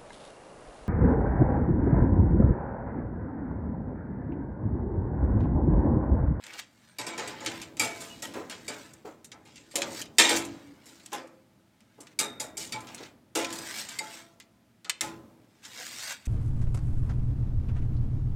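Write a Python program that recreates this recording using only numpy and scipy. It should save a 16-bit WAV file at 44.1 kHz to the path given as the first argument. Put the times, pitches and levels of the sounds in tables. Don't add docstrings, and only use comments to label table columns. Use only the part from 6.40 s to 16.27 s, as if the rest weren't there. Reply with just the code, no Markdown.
import sys
import numpy as np
from scipy import signal
from scipy.fft import rfft, irfft
from scipy.io import wavfile
from scipy.ndimage import uniform_filter1d

SR = 44100
rng = np.random.default_rng(int(sys.argv[2]) if len(sys.argv) > 2 else 0)


def waveform_to_disk(signal):
    frames = np.transpose(np.atleast_2d(signal))
    scaled = np.clip(frames, -1, 1) * 32767
    samples = np.round(scaled).astype(np.int16)
    wavfile.write(sys.argv[1], SR, samples)


N = 435266

# t/s, crash level/dB, relative treble/dB, crash t60/s, clink level/dB, boom level/dB
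BLOWS = [(0.038, -41.5, -15, 0.08, -48.5, -54), (0.0642, -43.5, -2, 0.1, -67, -72),
         (0.1336, -47, -1, 0.2, -57, -57), (0.1815, -40, -12, 0.19, -60, -87),
         (0.585, -35, -2, 0.38, -32.5, -37), (0.6656, -38.5, 1, 0.33, -34, -39),
         (0.7778, -34, -4, 0.42, -38, -35.5), (0.875, -42.5, 6.5, 0.21, -38.5, -43),
         (1.004, -50, -28, 0.84, -46.5, -44), (1.048, -48, 6, 0.12, -55, -74),
         (1.0608, -25.5, -9, 0.12, -44, -42), (1.118, -43, 0, 0.08, -55, -70),
         (1.2154, -37.5, 2, 0.16, -42, -66), (1.369, -42.5, 0, 0.2, -64, -53),
         (1.3954, -28.5, 6, 0.5, -21, -31), (1.604, -45, 7, 0.58, -58, -46.5),
         (1.8216, -36, 6.5, 0.33, -59.5, -41.5), (1.9375, -44, -1, 0.4, -64, -38.5),
         (2.097, -35, -1, 0.3, -54, -46.5), (2.2797, -36, 1.5, 0.24, -34.5, -37.5),
         (2.5344, -62, 16.5, 0.083, -68, -78), (2.652, -53.5, -18, 0.36, -70, -50.5),
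         (2.845, -51, 15, 0.11, -54, -81), (2.917, -40.5, -25, 0.08, -77, -51),
         (3.052, -53.5, -3, 0.78, -69, -61), (3.1577, -49, -6, 0.26, -53, -70),
         (3.311, -51.5, 1.5, 0.55, -53, -89), (3.3557, -27.5, 7.5, 0.22, -45, -39.5),
         (3.4183, -25, -14, 0.088, -41, -37.5), (3.6158, -35, 5, 0.11, -62, -80),
         (3.655, -49, -4, 0.086, -59, -80), (3.7834, -14, 0.5, 0.47, -17.5, -23),
         (3.892, -31, 6, 0.27, -26.5, -27.5), (3.9634, -37.5, 13.5, 0.29, -48, -83),
         (4.0502, -62.5, 28, 0.097, -60.5, -63), (4.456, -56.5, 8.5, 0.44, -75.5, -63),
         (4.599, -51, -7, 0.07, -70, -77), (4.66, -47, 8, 0.086, -72, -68.5),
         (4.7185, -42.5, -15, 0.17, -68, -39), (4.73, -34.5, 4, 0.26, -55, -46.5),
         (4.873, -62.5, 7.5, 0.083, -77.5, -79.5), (5.405, -57.5, -6, 0.12, -81, -69.5),
         (5.604, -54.5, 13.5, 0.18, -75.5, -57.5), (5.669, -44.5, -10, 0.057, -68.5, -85),
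         (5.7891, -30, 12, 0.26, -24, -32.5), (5.9983, -41.5, 15, 0.27, -35, -41.5),
         (6.169, -49.5, 17.5, 0.59, -41, -50.5), (6.322, -35, -0.5, 0.23, -35, -40),
         (6.47, -47, -9, 0.39, -73, -60), (6.404, -53.5, 10.5, 0.14, -53, -75),
         (6.546, -51, 14, 0.13, -68, -76), (6.579, -44, -11.5, 0.14, -63, -51.5),
         (6.6308, -44.5, -7, 0.13, -66, -77.5), (6.9511, -27, 3.5, 0.51, -33, -27.5),
         (7.0462, -26.5, -12, 0.036, -39, -57), (7.1034, -44, 2, 0.13, -48, -52),
         (7.1268, -45.5, 15, 0.13, -45, -70), (7.1548, -50, 14, 0.08, -50, -70),
         (7.1876, -46, 14, 0.048, -53, -52.5), (7.4877, -36.5, 1, 0.25, -46, -74),
         (7.588, -34.5, 9, 0.032, -49, -84), (7.5895, -43, 2, 0.095, -28.5, -44),
         (8.0003, -41.5, -3.5, 0.092, -66, -75.5), (8.4454, -42.5, -7, 0.14, -68.5, -49.5),
         (8.4957, -20, 1, 0.066, -29.5, -91), (8.609, -29.5, 11, 0.025, -68, -73.5),
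         (8.609, -35, 7, 0.35, -38.5, -38), (9.24, -43.5, -18.5, 0.077, -69.5, -67.5),
         (9.251, -38, -15, 0.07, -74, -60), (9.341, -57, -14, 0.44, -55, -76),
         (9.854, -49, 6, 0.26, -61, -65)]
# f/Hz, relative level/dB
CRASH_SPECTRUM = [(530, -36.5), (1150, -16), (1990, -6), (2330, -4.5), (3150, -5), (3880, -4), (4380, -6),
                  (7390, 3.5), (15300, -18), (16500, -37)]
def foil_crashes():
    at, db, treble_db, t60, *_ = np.transpose(BLOWS)
    t60 = np.maximum(t60, 0.03)
    treble_t60 = 0.74 * t60
    rise_share = 0.0081
    foil = coloured(crease_noise(grain_db=0.5, per_s=410), CRASH_SPECTRUM)
    low, high = map(unit_rms, split(patchy(foil, depth_db=4.26, size=1024), hz=4400))
    body = low * envelope(at, db, rise_share * t60, t60, curve=0.94)
    treble = high * envelope(at, db + treble_db, rise_share * treble_t60, treble_t60, curve=0.8)
    tick = foil * envelope(at, db - 4.5, rise_s=0.0002, t60=0.022)
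    return body + treble + tick


# f/Hz, relative level/dB, free t60/s
TONG_MODES = [(2310, -6, 0.096), (3790, -10.5, 0.19), (4635, -4.5, 0.11), (4970, -10, 0.19),
              (5410, -9, 0.071), (6970, -8, 0.17), (7550, -8, 0.23), (7980, -13, 0.11), (8480, -8.5, 0.19),
              (10800, -15, 0.08), (11540, -15, 0.076)]
# t/s, level/dB
TONG_BENDS = [(.5856, -37.5), (.6656, -37), (.7775, -37), (.9, -40), (1.01, -35), (1.3962, -28),
              (2.2794, -47), (3.7839, -30.5), (3.8924, -34), (5.7893, -36), (5.9993, -41), (6.168, -44.5),
              (6.34, -33.5), (6.9514, -32), (7.605, -34.5), (8.625, -38)]
def tong_clinks():
    modes, bending = np.zeros((2 * len(TONG_MODES), N)), np.zeros(N)
    scatter = rng.standard_normal((len(BLOWS), len(modes), 3))
    for (at, _, _, crash_t60, clink_db, _), draws in zip(BLOWS, scatter):
        freedom = min(crash_t60 / 0.25, 1) ** 0.62
        for mode, (hz, db, t60), (shift, weight, stretch) in zip(modes, TONG_MODES * 2, draws):
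            mode_db = clink_db + db - 5 + 4 * weight
            mode_t60 = t60 * freedom * np.exp(0.25 * stretch)
            add_mode(mode, at, hz * (1 + 0.008 * shift), mode_db, mode_t60, rise_s=0.001)
    for at, db in TONG_BENDS:
        add_mode(bending, at, hz=866, db=db, t60=0.27, rise_s=0.013)
    arms = (modes * rattle(count=len(modes), smoothing=3)).sum(0)
    return arms + bending * rattle(count=1, smoothing=12)[0]


# f/Hz, relative level/dB
BOOM_SPECTRUM = [(76, -46.5), (130, -14.5), (190, -14.5), (270, -3.5), (560, -3.5), (735, -7), (1040, -6.5),
                 (1190, -7), (1280, -4.5), (2500, -14.5), (3250, -37), (5500, -120)]
# f/Hz, gain/dB, t60/s
RACK_MODES = [(130, -1, 0.038), (254, -13.5, 0.4), (286, -14.5, 0.35), (334, -11, 0.6), (439.4, -11, 0.14),
              (553.4, -8, 0.1), (620, -9.5, 0.2), (709, -7.5, 0.18), (840, -9.5, 0.11), (899, 2.5, 0.056),
              (1021, -4.5, 0.24), (1333, -10, 0.11)]
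def tray_booms():
    at, *_, db = np.transpose(BLOWS)
    hollow = patchy(coloured(rng.standard_normal(N), BOOM_SPECTRUM), depth_db=4, size=2048)
    boom = hollow * envelope(at, db, rise_s=0.0091, t60=0.44)
    return boom + gain_of(-43.5) * resonate([boom] * len(RACK_MODES), RACK_MODES)


# (t/s, level/dB)
STEEL_RINGS = [(116.7, 0.34, [(.6, -47.5), (1.06, -47), (1.4, -41), (6.34, -44.5), (8.62, -49.5)]),
               (285, 1.3, [(3.8, -36), (4.06, -45)]), (450, .9, [(1.43, -46)]),
               (525, 0.62, [(4.785, -43.5)]), (557, .2, [(3.38, -33)]), (632, 0.92, [(4.75, -61.5),
               (6.01, -50.5)]), (674, 1.34, [(1.45, -49), (7.61, -54.5)]), (821, 0.15, [(3.9, -31),
               (4.725, -33)]), (936, .58, [(3.79, -29.5)]), (1041, 0.1, [(4.725, -29)]),
               (1355, 0.96, [(5.8, -49.5), (7.62, -54)]), (2100, 0.052, [(5.999, -33), (7.589, -23),
               (8.609, -27)]), (2272, 0.44, [(.7, -40), (1.4, -28)]), (2286, 0.19, [(5.8, -37),
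               (6.33, -33.5)]), (2900, 0.16, [(1.7, -40)]), (3690, 0.5, [(5.791, -37.5), (6.0, -54)]),
               (12200, 0.77, [(5.8, -64), (6.0, -72)]), (8600, .25, [(.48, -61)])]
def ringing_steel():
    out = np.zeros(N)
    for hz, t60, blows in STEEL_RINGS:
        ring = np.zeros(N)
        for at, db in blows:
            add_mode(ring, at, hz, db, t60, rise_s=0.0032)
        out += ring * rattle(count=1, smoothing=round(2 + 3000 / hz))[0]
    return out


# f/Hz, relative level/dB
WALL_MODES = [(1303, -6), (1798, -2), (1916, -2.5), (2195, 0.5), (2400, 2.5), (3130, -1), (3446, 0),
              (3524, -3), (3680, -3), (6218, -1.5), (7380, 1), (8156, -3.5)]
def wall_clangs():
    out = np.zeros(N)
    for at, bang_db in [(3.786, -24), (3.894, -59)]:
        for hz, db in WALL_MODES:
            add_mode(out, at, hz, bang_db + db, t60=0.4, rise_s=0.003)
    return out


# peak t/s, level/dB, 20 dB swell/s, 20 dB fade/s, relative treble/dB
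STROKES = [(.155, -43.5, 0.2, 0.05, -8.5), (0.198, -35, 0.02, 0.0138, -1.5), (.49, -62, .4, .15, -4),
           (1.16, -45, .2, .13, -4), (.83, -44, 0.24, 0.5, -15), (1.55, -52, -0.08, 0.62, 1.5),
           (2.37, -47.5, 0.24, 0.23, -3.5), (3.481, -62.5, 0.64, -0.16, -2), (3.612, -42, 0.2, -0.15, 2.5),
           (3.982, -37.5, 0.15, -0.0462, 5), (4.12, -57.5, -1.1, 0.9, -7), (4.49, -64.5, 0.07, 0.4, 6),
           (5.735, -61.5, 0.42, -0.1, -5.5), (6.214, -50.5, 0.0148, 0.1, 11),
           (6.66, -46.5, 0.38, 0.06, -10), (7.13, -47, 0, 0.33, 3), (7.3, -43, 0.14, 0.2, -2.5),
           (7.4, -42.5, 0.1, 0.06, 5), (7.53, -51.5, 0.13, 0.19, 1.5), (7.74, -46.5, 0.22, 0.16, -2),
           (7.82, -56, 0.7, 0, -8.5), (9.235, -57, .012, .6, 1), (9.36, -48, .035, .15, -4.5),
           (9.471, -44, 0.19, 0.09, 0), (9.631, -41.5, 0.1449, 0.07, 3), (9.707, -34, 0.07, 0.06, -3),
           (9.87, -58, 1.04, .1, -5.5)]
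# f/Hz, relative level/dB
SCRAPE_SPECTRUM = [(290, -38.5), (500, -11), (898, -6.5), (1190, -6.5), (1590, 0), (3110, -4), (3500, -2.5),
                   (8300, -4), (9600, -15), (15300, -16), (16500, -41)]
def tip_scrapes():
    grit = coloured(crease_noise(grain_db=0.94, per_s=900), SCRAPE_SPECTRUM)
    low, high = split(patchy(grit, depth_db=4, size=1024), hz=4000)
    t = np.arange(0, N, 64) / SR
    low_gain, high_gain = np.zeros((2, len(t)))
    for at, db, swell_s, fade_s, treble_db in STROKES:
        flank_s = np.maximum(np.where(t < at, swell_s, fade_s), 0.01)
        stroke = gain_of(db - 20 * (abs(t - at) / flank_s) ** 1.34)
        low_gain += stroke
        high_gain += stroke * gain_of(treble_db)
    friction = low * per_sample(t, low_gain) + high * per_sample(t, high_gain)
    return friction + gain_of(-42.5) * resonate([friction] * len(TONG_MODES), TONG_MODES)


# t/s, level/dB, t60/s
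LANDINGS = [(1.952, -31.5, 0.35), (2.647, -35, 0.27), (3.338, -38.5, 1), (5.579, -46.5, 0.28),
            (6.601, -38.5, 0.15)]
def chicken_thumps():
    at, db, t60 = np.transpose(LANDINGS)
    spectrum = [(150, -17), (300, 3.5), (600, -3), (1300, -13.5), (2200, -39)]
    return coloured(rng.standard_normal(N), spectrum) * envelope(at, db, rise_s=0.0076, t60=t60)


# t/s, rumble level/dB, buzz level/dB
TRAY_SHIFTS = [(0.0, -80, -76), (0.6, -68, -80), (0.79, -52, -59.5), (1.13, -52, -64.5), (2.23, -55.5, -68),
               (2.75, -63, -73), (3.38, -61.5, -80.5), (3.5, -49, -61.5), (3.8, -57.5, -72.5),
               (3.98, -44, -63), (4.32, -59.5, -69), (5.5, -74.5, -80.5), (5.99, -55, -70.5),
               (6.51, -54, -56), (6.9, -67, -80), (7.15, -52.5, -53), (8.58, -76.5, -88),
               (8.65, -47.5, -59), (9.15, -67.5, -77.5), (9.57, -62, -67.5), (9.87, -69, -73)]
# f/Hz, relative level/dB
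RUMBLE_SPECTRUM = [(35, -29), (65, -14.5), (120, -3), (280, 1), (500, -8.5), (1000, -17.5), (2500, -50.5)]
def sliding_tray():
    at, rumble_db, buzz_db = np.transpose(TRAY_SHIFTS)
    rumble_gain, buzz_gain = gain_of(per_sample(at, rumble_db)), gain_of(per_sample(at, buzz_db))
    rumble_noise, buzz_noise = rng.standard_normal((2, N))
    rumble = coloured(rumble_noise, RUMBLE_SPECTRUM) * rumble_gain
    buzz = coloured(buzz_noise, [(400, -33.5), (700, -0.5), (1200, 1), (2000, -21)]) * buzz_gain
    drives = [buzz_noise * buzz_gain if hz > 650 else rumble_noise * rumble_gain for hz, *_ in RACK_MODES]
    return rumble + buzz + gain_of(-30.5) * resonate(drives, RACK_MODES)


def oven_echo(x, t60):
    t = np.arange(SR // 2) / SR
    dull, _ = split(rng.standard_normal(len(t)), hz=4500)
    tail = dull * gain_of(-60 * t / t60) * (t > 0.004)
    return signal.fftconvolve(x, tail / np.linalg.norm(tail))[:N]


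# f/Hz, relative level/dB
KITCHEN_SPECTRUM = [(24, -37), (40, -10), (228, 8), (578, -25.5), (624, -2.5), (744, -19.5), (844, -8.5),
                    (1090, -24.5), (1260, -13), (2140, -15.5), (3640, -19), (14900, -28.5), (16500, -38)]
def kitchen():
    air = coloured(rng.standard_normal(N), KITCHEN_SPECTRUM)
    hum = unit_rms(resonate([air], [(124, 0, 0.17)]))
    return air + gain_of(-8.5) * hum


def crease_noise(grain_db, per_s):
    snaps = gain_of(grain_db * np.minimum(rng.exponential(1, N), 4)) * (rng.random(N) < per_s / SR)
    return rng.standard_normal(N) * (1 + signal.lfilter([1], [1, -0.97], snaps))


def patchy(x, depth_db, size):
    frames = dict(nperseg=size, noverlap=size * 3 // 4)
    spectra = signal.stft(x, **frames)[2]
    patches = uniform_filter1d(rng.standard_normal(spectra.shape), size=2, axis=0)
    patches = unit_rms(uniform_filter1d(patches, size=10, axis=1))
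    return unit_rms(signal.istft(spectra * gain_of(depth_db * patches), **frames)[1][:N])


def rattle(count, smoothing, depth_db=3.5):
    noise = rng.standard_normal((count, N // 64 + 1))
    wavers = uniform_filter1d(uniform_filter1d(noise, smoothing), smoothing)
    t = np.arange(noise.shape[1]) * 64 / SR
    return [per_sample(t, gain_of(depth_db * unit_rms(row))) for row in wavers]


def add_mode(mix, at, hz, db, t60, rise_s):
    part = mix[round(at * SR):][:round(min(t60, 1.5) * SR)]
    t = np.arange(len(part)) / SR
    part += gain_of(db - 60 * t / t60) * (1 - np.exp(-t / rise_s)) * np.sin(2 * np.pi * hz * t)


def resonate(drives, modes):
    out = np.zeros(N)
    for drive, (hz, db, t60) in zip(drives, modes):
        radius, angle = 1000 ** (-1 / (t60 * SR)), 2 * np.pi * hz / SR
        feedback = [1, -2 * radius * np.cos(angle), radius ** 2]
        out += gain_of(db) * np.sin(angle) * signal.lfilter([1], feedback, drive + 1e-15)
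    return out


def envelope(at, db, rise_s, t60, curve=1):
    out = np.zeros(N)
    for start, peak_db, rise, decay in np.broadcast(at, db, rise_s, t60):
        part = out[round(start * SR):][:round(min(2 * decay, 1) * SR)]
        t = np.arange(len(part)) / SR
        part += gain_of(peak_db - 60 * (t / decay) ** curve) * (1 - np.exp(-t / rise))
    return out


def coloured(x, spectrum):
    knot_hz, knot_db = np.transpose(spectrum)
    hz = np.fft.rfftfreq(len(x), 1 / SR)
    db = np.interp(np.log(hz + 1), np.log(knot_hz + 1), knot_db)
    return unit_rms(irfft(rfft(x) * gain_of(db), len(x)))


def split(x, hz):
    low = signal.sosfilt(signal.butter(2, hz, fs=SR, output="sos"), x)
    return low, x - low


def per_sample(t, values):
    return np.interp(np.arange(N) / SR, t, values)


def unit_rms(x):
    return x / np.sqrt(np.mean(x ** 2) + 1e-20)


def gain_of(db):
    return 10 ** (np.asarray(db) / 20)


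def scene():
    direct = foil_crashes() + tong_clinks() + tray_booms() + ringing_steel() + wall_clangs()
    direct += chicken_thumps() + tip_scrapes() + sliding_tray()
    echo = gain_of(-20) * oven_echo(direct, t60=0.31)
    return (direct + echo + gain_of(-65) * kitchen())[None]


def record(dry):
    thin = signal.sosfilt(signal.butter(2, 52, "high", fs=SR, output="sos"), dry)
    lowpass = signal.firwin(255, 16500, window=("kaiser", 9), fs=SR)
    return signal.oaconvolve(thin, lowpass[None], "same")


dry = scene()
out = record(dry)
waveform_to_disk(out)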